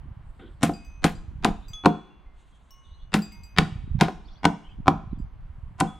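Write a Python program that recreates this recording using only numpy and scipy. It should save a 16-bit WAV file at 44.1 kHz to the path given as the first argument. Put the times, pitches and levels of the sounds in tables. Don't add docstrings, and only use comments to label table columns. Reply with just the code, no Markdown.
import sys
import numpy as np
from scipy import signal
from scipy.io import wavfile
from scipy.ndimage import uniform_filter1d

SR = 44100
rng = np.random.default_rng(int(sys.argv[2]) if len(sys.argv) > 2 else 0)


def unload_audio(sound):
    columns = np.transpose(np.atleast_2d(sound))
    steps = np.round(np.clip(columns, -1, 1) * 32767)
    wavfile.write(sys.argv[1], SR, steps.astype(np.int16))


N = 264159


def undb(db):
    return 10 ** (np.asarray(db) / 20)


def unit(x):
    return x / np.sqrt(np.mean(x ** 2))


def band(x, center_hz, width_hz):
    low_hz = np.sqrt(center_hz ** 2 + width_hz ** 2 / 4) - width_hz / 2
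    high_hz = min(low_hz + width_hz, SR / 2.1)
    return signal.sosfilt(signal.butter(2, [low_hz, high_hz], "bandpass", fs=SR, output="sos"), x)


def soften(x, cutoff_hz):
    return signal.lfilter(*signal.butter(2, cutoff_hz, fs=SR), x)


def stereo(mid, side, spread):
    return mid + spread * side * np.array([[1], [-1]])


def ring(hz, db, t60_s, length_s, phase=0.):
    t = np.arange(round(length_s * SR), dtype="float32")[:, None] / SR
    hz, db, t60_s, phase = (np.float32(v) for v in (hz, db, t60_s, phase))
    decay = np.exp((db / 60 - t / t60_s) * np.float32(np.log(1000)))
    return decay * np.sin(np.float32(2 * np.pi) * hz * t + phase)


def add(out, start_s, x, pan_db=0.):
    i = int(start_s * SR)
    x = x[..., :N - i]
    out[:, i:i + x.shape[-1]] += x * undb(np.array([[pan_db], [-pan_db]]) / 2)


def walk(rate_hz, size=N):
    hold = int(SR / rate_hz)
    steps = np.repeat(rng.standard_normal(size // hold + 1), hold)
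    return unit(uniform_filter1d(uniform_filter1d(steps, hold), hold)[:size])


def curve(table):
    at_s, values = np.transpose(table)
    return np.interp(np.arange(N) / SR, at_s, values)


def thump(hz):
    u = np.linspace(-4, 4, int(2.5 * SR / hz))
    return (1 - u ** 2) * np.exp(-u ** 2 / 2)


def wind():
    # t/s, level/dB
    gusts = [(0.0, -45.5), (0.38, -51.5), (0.92, -49), (1.07, -48), (1.5, -44), (2.07, -62.5), (2.27, -57),
             (2.74, -61), (2.95, -50.5), (3.39, -51.5), (3.89, -44), (4.14, -53), (4.44, -47.5),
             (4.55, -61.5), (4.79, -44), (4.95, -46), (5.12, -46.5), (5.99, -50.5)]
    # f/Hz, rate/(1/s), level at calm_db/dB, slope/(dB per dB of gust)
    eddies = [(32, 12, -49.5, 0.98), (65.4, 250, -49.5, 1.0), (133, 58, -58, 2.5), (244, 58, -74, 3)]
    # t/s, level/dB, f/Hz
    loud_eddies = [(0.065, -33.5, 63.5), (0.199, -45, 87), (0.87, -33, 65), (1.281, -32, 113.4),
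                   (1.353, -34.5, 74.4), (3.774, -28, 69.5), (3.904, -20, 101.5), (3.926, -20, 60.5),
                   (3.946, -14, 162), (3.961, -23, 161), (3.977, -19.5, 139), (4.797, -26.5, 195),
                   (5.048, -34, 83.6), (5.115, -30, 60.7), (5.127, -21, 238), (5.171, -33, 216),
                   (5.197, -25, 227), (5.206, -30, 64.6), (5.488, -31.5, 86.2), (5.624, -29, 94)]
    calm_db = -52
    eddy_pan_db, loud_pan_db = -2, -8
    gust_db = curve(gusts)
    out = np.zeros((2, N))
    for hz, rate_hz, db, slope in eddies:
        pulses = []
        for _ in range(2):
            hits = (rng.random(N) < rate_hz / SR) * rng.laplace(size=N)
            pulses.append(unit(signal.fftconvolve(hits, thump(hz), "same")))
        level_db = db + slope * (gust_db - calm_db) + 0.5 * walk(12.0)
        add(out, 0, undb(level_db) * stereo(*pulses, 0.37), eddy_pan_db)
    for start_s, db, hz in loud_eddies:
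        add(out, start_s, undb(db) * thump(hz), loud_pan_db)
    return out


def traffic():
    # f/Hz, relative density/(dB per Hz)
    spectrum = [(71, -30), (120, 2.5), (321, -11.5), (370, -13.5), (684, -14.5), (757, -5), (1490, -16),
                (3380, -27.5), (5190, -47), (6630, -42), (14700, -47.5), (16000, -63.5)]
    # t/s, level/dB
    levels = [(0, -62), (.5, -64.5), (2., -64.5), (2.6, -67.5), (3.4, -65.5), (4.5, -63.5), (5.3, -64.5),
              (5.99, -63.5)]
    at_hz, density_db = np.transpose(spectrum)
    out = np.zeros((2, N))
    for hz in 125 * 2 ** np.arange(0, 7.1, .5):
        mid, side = band(rng.standard_normal((2, N)), hz, hz / 3)
        flicker_db = 0.5 * walk(13.0) + 2.5 * (hz > 3900) * walk(3.1)
        level_db = np.interp(np.log(hz), np.log(at_hz), density_db) + flicker_db
        out += undb(level_db) * stereo(mid, side, 0.45)
    return out / np.std(band(out, 810, 1500)) * undb(curve(levels))


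def rustles():
    # [(centre f/Hz, width/Hz, level/dB)]
    events = [(.2, 0.65, 0.11, [(8200, 2400, -82), (11500, 3000, -95)]),
              (.392, 0.16, 0.0031, [(296, 265, -49.5), (1460, 300, -60), (1370, 1800, -62.5),
              (3300, 950, -63)]), (2.33, 0.76, 0.063, [(3210, 1830, -74), (7450, 3800, -79),
              (11000, 3300, -96.5)]), (2.83, 0.28, 0.067, [(3700, 1200, -72.5)]),
              (4.25, 0.19, 0.046, [(4300, 2400, -69)])]
    out = np.zeros((2, N))
    for start_s, length_s, rise_s, bands in events:
        u = np.linspace(0, 1, int(length_s * SR))
        envelope = np.minimum(u * length_s / rise_s, 1) * (1 - u ** 2)
        for hz, width_hz, db in bands:
            grains = rng.standard_normal(SR) * undb(2.5 * walk(56.0, size=SR))
            grains = unit(band(band(grains, hz, width_hz), hz, width_hz))[:len(u)]
            add(out, start_s, undb(db) * grains * envelope)
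    return out


def steel_and_rattle(t, crack_db, sizzle_db, tail_db, rattle_db):
    # f/crack pitch, level/dB
    steel = [(1, 0.5), (1.602, -3.5), (2.398, -14.5), (3.5, -20.5)]
    crack_hz, crack_scatter = 2430, 0.016
    tail_hz, tail_s = 8700, 0.028
    blow = np.zeros((2, SR // 2))
    multiple, steel_db = np.transpose(steel)
    pitch_hz = crack_hz * (1 + crack_scatter * rng.standard_normal())
    crack = ring(pitch_hz * multiple, steel_db, 0.0018, len(t) / SR).sum(axis=1)
    noise = rng.standard_normal((5, len(t)))
    rattle = undb(rattle_db + 1.9 * walk(250, size=len(t))) * (1 - np.exp(-t / 0.009)) * np.exp(-t / 0.019)
    burst = (1 - np.exp(-t / 0.00022)) * np.exp(-t / 0.0028)

    chatter = rattle * unit(band(noise[4], 1200, 2200))
    add(blow, 0, undb(crack_db + 13.0) * chatter, 1.5)

    crack_noise = band(stereo(noise[0], noise[2], 0.33), 2300, 2800)
    crack = 3.2 * crack + 3.7 * (burst + 0.84 * rattle) * crack_noise
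    add(blow, 0, undb(crack_db) * soften(crack, 8700), 2.2)

    sizzle_noise = band(band(stereo(noise[1], noise[3], 0.33), 7400, 4400), 7000, 11000)
    sizzle = 2.5 * (burst + 3.1 * rattle * np.exp(-t / .03)) * sizzle_noise
    add(blow, 0, undb(sizzle_db) * sizzle, 5.)

    tail = (1 - np.exp(-t / .004)) * np.exp(-t / tail_s) * undb(2.5 * walk(200, size=len(t)))
    tail_noise = band(stereo(noise[2], noise[4], 0.33), tail_hz, 8100)
    add(blow, 0, undb(tail_db) * 3.1 * tail * tail_noise, 4.)
    return blow


def box(t, box_db, belly_db, panel_db, lid_db, clack_db, sunk):
    # f/Hz, level/dB, t60/s
    modes = [(161.4, 8.5, 0.25), (181.4, 6, 0.24), (213.74, 6, 0.27), (246, 6.5, 0.11), (271, 6, 0.11),
             (292, 10, 0.12), (339, 5.5, 0.12), (400.6, 3.5, 0.1), (453, -7, 0.19), (480, -5, 0.14),
             (523, -2, 0.1), (702.8, 0, 0.17), (760.6, 8.5, 0.07), (803.4, 2.5, 0.11), (967, 3.5, 0.047),
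             (1037, 1.5, 0.07), (1266, 1, 0.021), (1324, -2, 0.024), (1467, -7, 0.053), (1586, -9.5, 0.015),
             (1690, -6.5, 0.0047), (1890, -2, 0.0096), (2060, -8, 0.011), (2300, -8.5, 0.021),
             (2740, -13.5, 0.024)]
    # hollow boom, belly, panel, knock, lid, clack; f/Hz
    zones_hz = [172, 213, 270, 770, 1040, 1700]
    spot_scatter_db = 1.5
    slap_db, slap_ms = 8, 6
    knock_db = -10 + 18.5 * sunk
    swell_ms = 2.1 + 1.3 * sunk
    hz, db, t60_s = np.transpose(modes)
    detune, spot, phase, aim = rng.standard_normal((len(hz), 4)).T
    contour_db = [0, belly_db, panel_db, knock_db, knock_db + lid_db, clack_db]
    zone_db = np.interp(np.log(hz), np.log(zones_hz), contour_db)
    mode_db = box_db + db - 6.5 + spot_scatter_db * spot + zone_db
    swell = 1 - np.exp(-t[:, None] * 1000 / swell_ms * (hz / 200))
    struck = swell * ring(hz * (1 + .02 * detune), mode_db, t60_s, len(t) / SR, 1.285 * phase)
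    for part in (hz < 330, (hz >= 330) & (hz < 900), hz >= 900):
        mode_energy = np.sum(struck[:, part] ** 2)
        struck[:, part] *= np.sqrt(mode_energy / np.sum(struck[:, part].sum(axis=1) ** 2))
    slap = undb(slap_db * sunk * np.exp(-t * 1000 / slap_ms))
    rough = 1 + 0.34 * walk(300, size=len(t))
    lean = .03 + 0.1 * aim * np.sqrt(hz / 1000)
    return soften(slap * rough * np.array([struck @ (1 + lean), struck @ (1 - lean)]), 4200)


def hammer():
    # belly/dB, panel/dB, lid/dB, edge clack/dB;
    # crack/dB, sizzle/dB, treble tail/dB, nail sunk/(0-1), rattle against the crack/dB,
    # box answer delay/ms, early copy against the blow/dB
    blows = [(0.396, -55, 3.5, 3, 2.5, 19.5, -75.5, -81.5, -96, 0.46, -23, .1, -38.5),
             (0.6301, -16, -0.5, -6, 0, 7, -22.5, -25, -46, 0.27, -12, 2.5, -20),
             (0.6934, -30.5, -2, 0.5, -6.5, -5.5, -47, -65, -72, 0.74, -18, 1.2, -38.5),
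             (1.042, -18, -1.5, -4, 1.5, 6, -18, -27.5, -48.5, 0.59, -13.5, 1.2, -22.5),
             (1.4463, -23, 6.5, 2, 1, 11, -17, -28.5, -59.5, 1, -20.5, 3.4, -19),
             (1.8581, -16.5, -1, 2.5, 2.5, 10.5, -21.5, -34, -64, 0.8, -24.5, .6, -16.5),
             (3.1405, -22, 8.5, -0.5, -3, 17, -17, -28.5, -48, 0.51, -17.5, 2.2, -18),
             (3.5846, -16.5, -3, -5, 2.5, 21.5, -12.5, -28, -58.5, 0.19, -27, .8, -15.5),
             (4.0103, -16, -1, -4, 4, 10.5, -15.5, -30.5, -55.5, 0.52, -18, 1.5, -19),
             (4.0832, -39.5, 0, 0, 4, 4, -42, -66, -75.5, 1, -13, .1, -36),
             (4.4528, -18.5, -0.5, 2, 5, 15.5, -15, -30.5, -65, 0.67, -34, .6, -12.5),
             (4.8801, -17.5, -1.5, -2, 5, 8.5, -21, -43.5, -68, 0.67, -29, .4, -17.5),
             (5.802, -37.5, 6, 6, 3, 8, -28.5, -24, -78, 0.17, -30, .1, -24),
             (5.807, -23, 1, 0, 4, 16.5, -24, -38, -74, 0.88, -31, .4, -18)]
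    thud_hz, thud_db = 110, -10
    early_ms, early_step_db, early_cutoff_hz, early_rise_ms = 10.7, -11, 6070, 0.9
    out = np.zeros((2, N))
    t = np.arange(SR // 3) / SR
    for (start_s, box_db, belly_db, panel_db, lid_db, clack_db, crack_db, sizzle_db, tail_db,
         sunk, rattle_db, answer_ms, early_db) in blows:
        add(out, start_s, undb(box_db + thud_db) * thump(thud_hz))
        blow = steel_and_rattle(t, crack_db, sizzle_db, tail_db, rattle_db)
        add(blow, answer_ms / 1000, box(t, box_db, belly_db, panel_db, lid_db, clack_db, sunk))
        add(out, start_s, blow[:, :len(t) + 400])
        lead = t[:int(early_ms / 1000 * SR)]
        onset = soften(blow[:, :len(lead)], early_cutoff_hz) * (1 - np.exp(-lead * 1000 / early_rise_ms))
        add(out, start_s - early_ms / 1000, undb(early_db) * onset)
        add(out, start_s - 2 * early_ms / 1000, undb(early_db + early_step_db) * onset)
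    return out


def echo(near):
    # f/Hz, early level/dB, early t60/s, late level/dB, late t60/s
    reflections = [(173, -57.5, 0.71, -66, 0.66), (343, -39, 0.21, -58.5, 0.9), (750, -37.5, 0.25, -64, 1),
                   (1310, -41, 0.26, -62, 1), (2970, -51, 0.27, -58, 0.91), (4600, -50, 0.21, -61.5, 0.6),
                   (6900, -48.5, 0.3, -56.5, 0.69), (11500, -47, 0.096, -66.5, 0.28)]
    shift_s = .2
    t, bands, fades = np.arange(SR * 3 // 4) / SR, [], []
    for hz, early_db, early_t60_s, late_db, late_t60_s in reflections:
        mid, side = band(rng.standard_normal((2, len(t))), hz, 0.6 * hz)
        bands.append(stereo(mid, side, .4))
        early = undb(early_db - 60 * t / early_t60_s)
        late = undb(late_db - 60 * t / late_t60_s) * (1 - np.exp(-t / 0.0034))
        fades.append((early + late) * (t > .004))
    out, hop, mono = np.zeros((2, N)), int(shift_s * SR), near.mean(axis=0)
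    for i in range(0, N - hop, hop):
        rolled = np.roll(bands, rng.integers(len(t)), axis=2)
        tail = np.einsum("bct,bt->ct", rolled, fades)
        piece = mono[i:i + 2 * hop]
        piece = piece * np.hanning(2 * hop)[:len(piece)]
        add(out, (i + .5) / SR, signal.fftconvolve(piece[None], tail, axes=1))
    return out


def chime():
    tubes = {"long": [(937, -22, 1.), (2525, -2.5, 1.6), (4791, 4.5, 0.29), (7620, -8, .22)],
             "middle": [(1087, -0.5, 1.5), (2918, -6, 2.5), (5523, -1, 0.25), (8586, -25, .4)],
             "short": [(1265, -12.5, .6), (3400, 6.5, .8), (6325, 0, 0.2), (10900, -26.5, .5)],
             "longest": [(2150, -6, .8)], "far": [(2085, 0, .8)], "far high": [(2750, 0, .6)]}
    # f/Hz, level/dB, t60/s
    flutter_pair = [(6099, 1, .9), (6153, 1, 1.)]
    # f/Hz, level/dB, t60/s
    wall_modes = [(7865, 4.5, 0.15), (10024, -10, .3), (12290, -8, .45)]
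    # t/s, tube, level/dB, brightness/(dB per octave), flutter/dB, wall/dB, touch/dB
    strikes = [(0.736, "long", -52, 4, -72.5, -75, -67.5), (.8, "longest", -62, -1, -100, -100, -100),
               (0.848, "long", -59.5, -3.5, -67.5, -70, -64), (1.152, "long", -66.5, 12, -80, -87.5, -83),
               (1.683, "long", -56.5, 8, -64, -65, -57.5), (1.7, "longest", -66, -5, -100, -100, -69.5),
               (1.734, "short", -44, -0.5, -86, -85, -63.5), (2.102, "far high", -64, 4, -100, -100, -100),
               (2.26, "far", -68, -2.5, -100, -100, -100), (2.707, "middle", -55.5, 2.5, -65, -84.5, -57.5),
               (2.74, "longest", -73, -9, -100, -100, -100), (3.221, "long", -48, 8.5, -68, -64, -53.5),
               (3.321, "long", -53, -5, -70.5, -63, -58), (3.317, "longest", -52.5, -2.5, -86, -88, -85),
               (3.435, "long", -57, 6, -70, -63, -59.5), (4.12, "middle", -66, 2, -90.5, -92.5, -90),
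               (4.7, "long", -86, 12.5, -93, -95.5, -98.5), (5.189, "long", -80.5, 16, -89, -82, -76),
               (5.872, "short", -57.5, -14, -85, -87, -78)]
    out = np.zeros((2, N))
    t = np.arange(SR // 5) / SR
    for start_s, tube, level_db, bright_db, flutter_db, wall_db, touch_db in strikes:
        hz, db, t60_s = np.transpose(tubes[tube])
        modes = [(hz, level_db + db + bright_db * np.log2(hz / 3500), t60_s)]
        for table, gain_db in ((flutter_pair, flutter_db), (wall_modes, wall_db)):
            hz, db, t60_s = np.transpose(table)
            modes.append((hz, db + gain_db, t60_s))
        tone = ring(*np.hstack(modes), 1.3).sum(axis=1)
        add(out, start_s, tone * undb(0.71 * walk(40, size=len(tone))), 1.5)
        click, scrape = rng.standard_normal((2, len(t)))
        click = 1.2 * band(click, 5000, 7000) * np.exp(-t / .003)
        scrape = band(scrape, 14000, 3500) * np.exp(-t / .022) * undb(3 * walk(150, size=len(t)))
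        add(out, start_s, undb(touch_db) * (click + scrape), 1.5)
    return out


def chirps():
    # start/s, length/s, from f/Hz, to f/Hz, level/dB
    calls = [(1.613, 0.06, 3500, 3770, -66), (2.498, 0.083, 3240, 3215, -73.5),
             (2.832, 0.053, 3900, 3350, -70), (2.87, .04, 3320, 3400, -71.5),
             (2.894, 0.07, 3480, 4050, -67.5), (2.983, 0.056, 3245, 3540, -69.5),
             (3.004, 0.037, 4330, 4200, -76.5), (4.238, 0.043, 3260, 5300, -73),
             (4.272, 0.019, 5470, 5470, -68.5), (4.277, 0.02, 3590, 3400, -62.5),
             (4.342, 0.038, 3280, 3420, -69), (4.295, 0.036, 4170, 4390, -67),
             (4.33, 0.032, 5500, 5870, -73), (4.356, .03, 3630, 4650, -67.5), (4.377, .04, 4810, 4850, -74),
             (4.626, 0.064, 2750, 3190, -61), (4.68, 0.028, 2570, 2610, -66),
             (4.695, 0.039, 3030, 3130, -64), (5.099, 0.028, 4100, 3880, -74),
             (5.14, 0.033, 3510, 3410, -74)]
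    trees_db, trees_s = -27.5, .03
    out = np.zeros((2, N))
    t = np.arange(SR // 4) / SR
    for start_s, length_s, from_hz, to_hz, db in calls:
        u = np.linspace(0, 1, int(length_s * SR))
        glide_hz = from_hz + (to_hz - from_hz) * np.sin(u * np.pi / 2)
        tone = np.exp(2j * np.pi * np.cumsum(glide_hz) / SR)
        blur = 1 + .9 * (walk(600, size=len(u)) + 1j * walk(600, size=len(u)))
        call = undb(db + 2.7 * walk(120, size=len(u))) * np.real(tone * blur) * np.sin(np.pi * u)
        trees = undb(trees_db) * rng.standard_normal((2, len(t))) * np.exp(-t / trees_s)
        add(out, start_s, call)
        add(out, start_s, signal.fftconvolve(call[None], trees, axes=1))
    return out


def scene():
    near = hammer() + chime()
    return wind() + traffic() + rustles() + near + echo(near) + chirps()


def record(dry):
    ceiling, top_hz = .93, 16300
    rounded = dry / (1 + (dry / ceiling) ** 8) ** (1 / 8)
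    return signal.sosfilt(signal.ellip(8, .2, 80, top_hz, fs=SR, output="sos"), rounded)


dry = scene()
out = record(dry)
unload_audio(out)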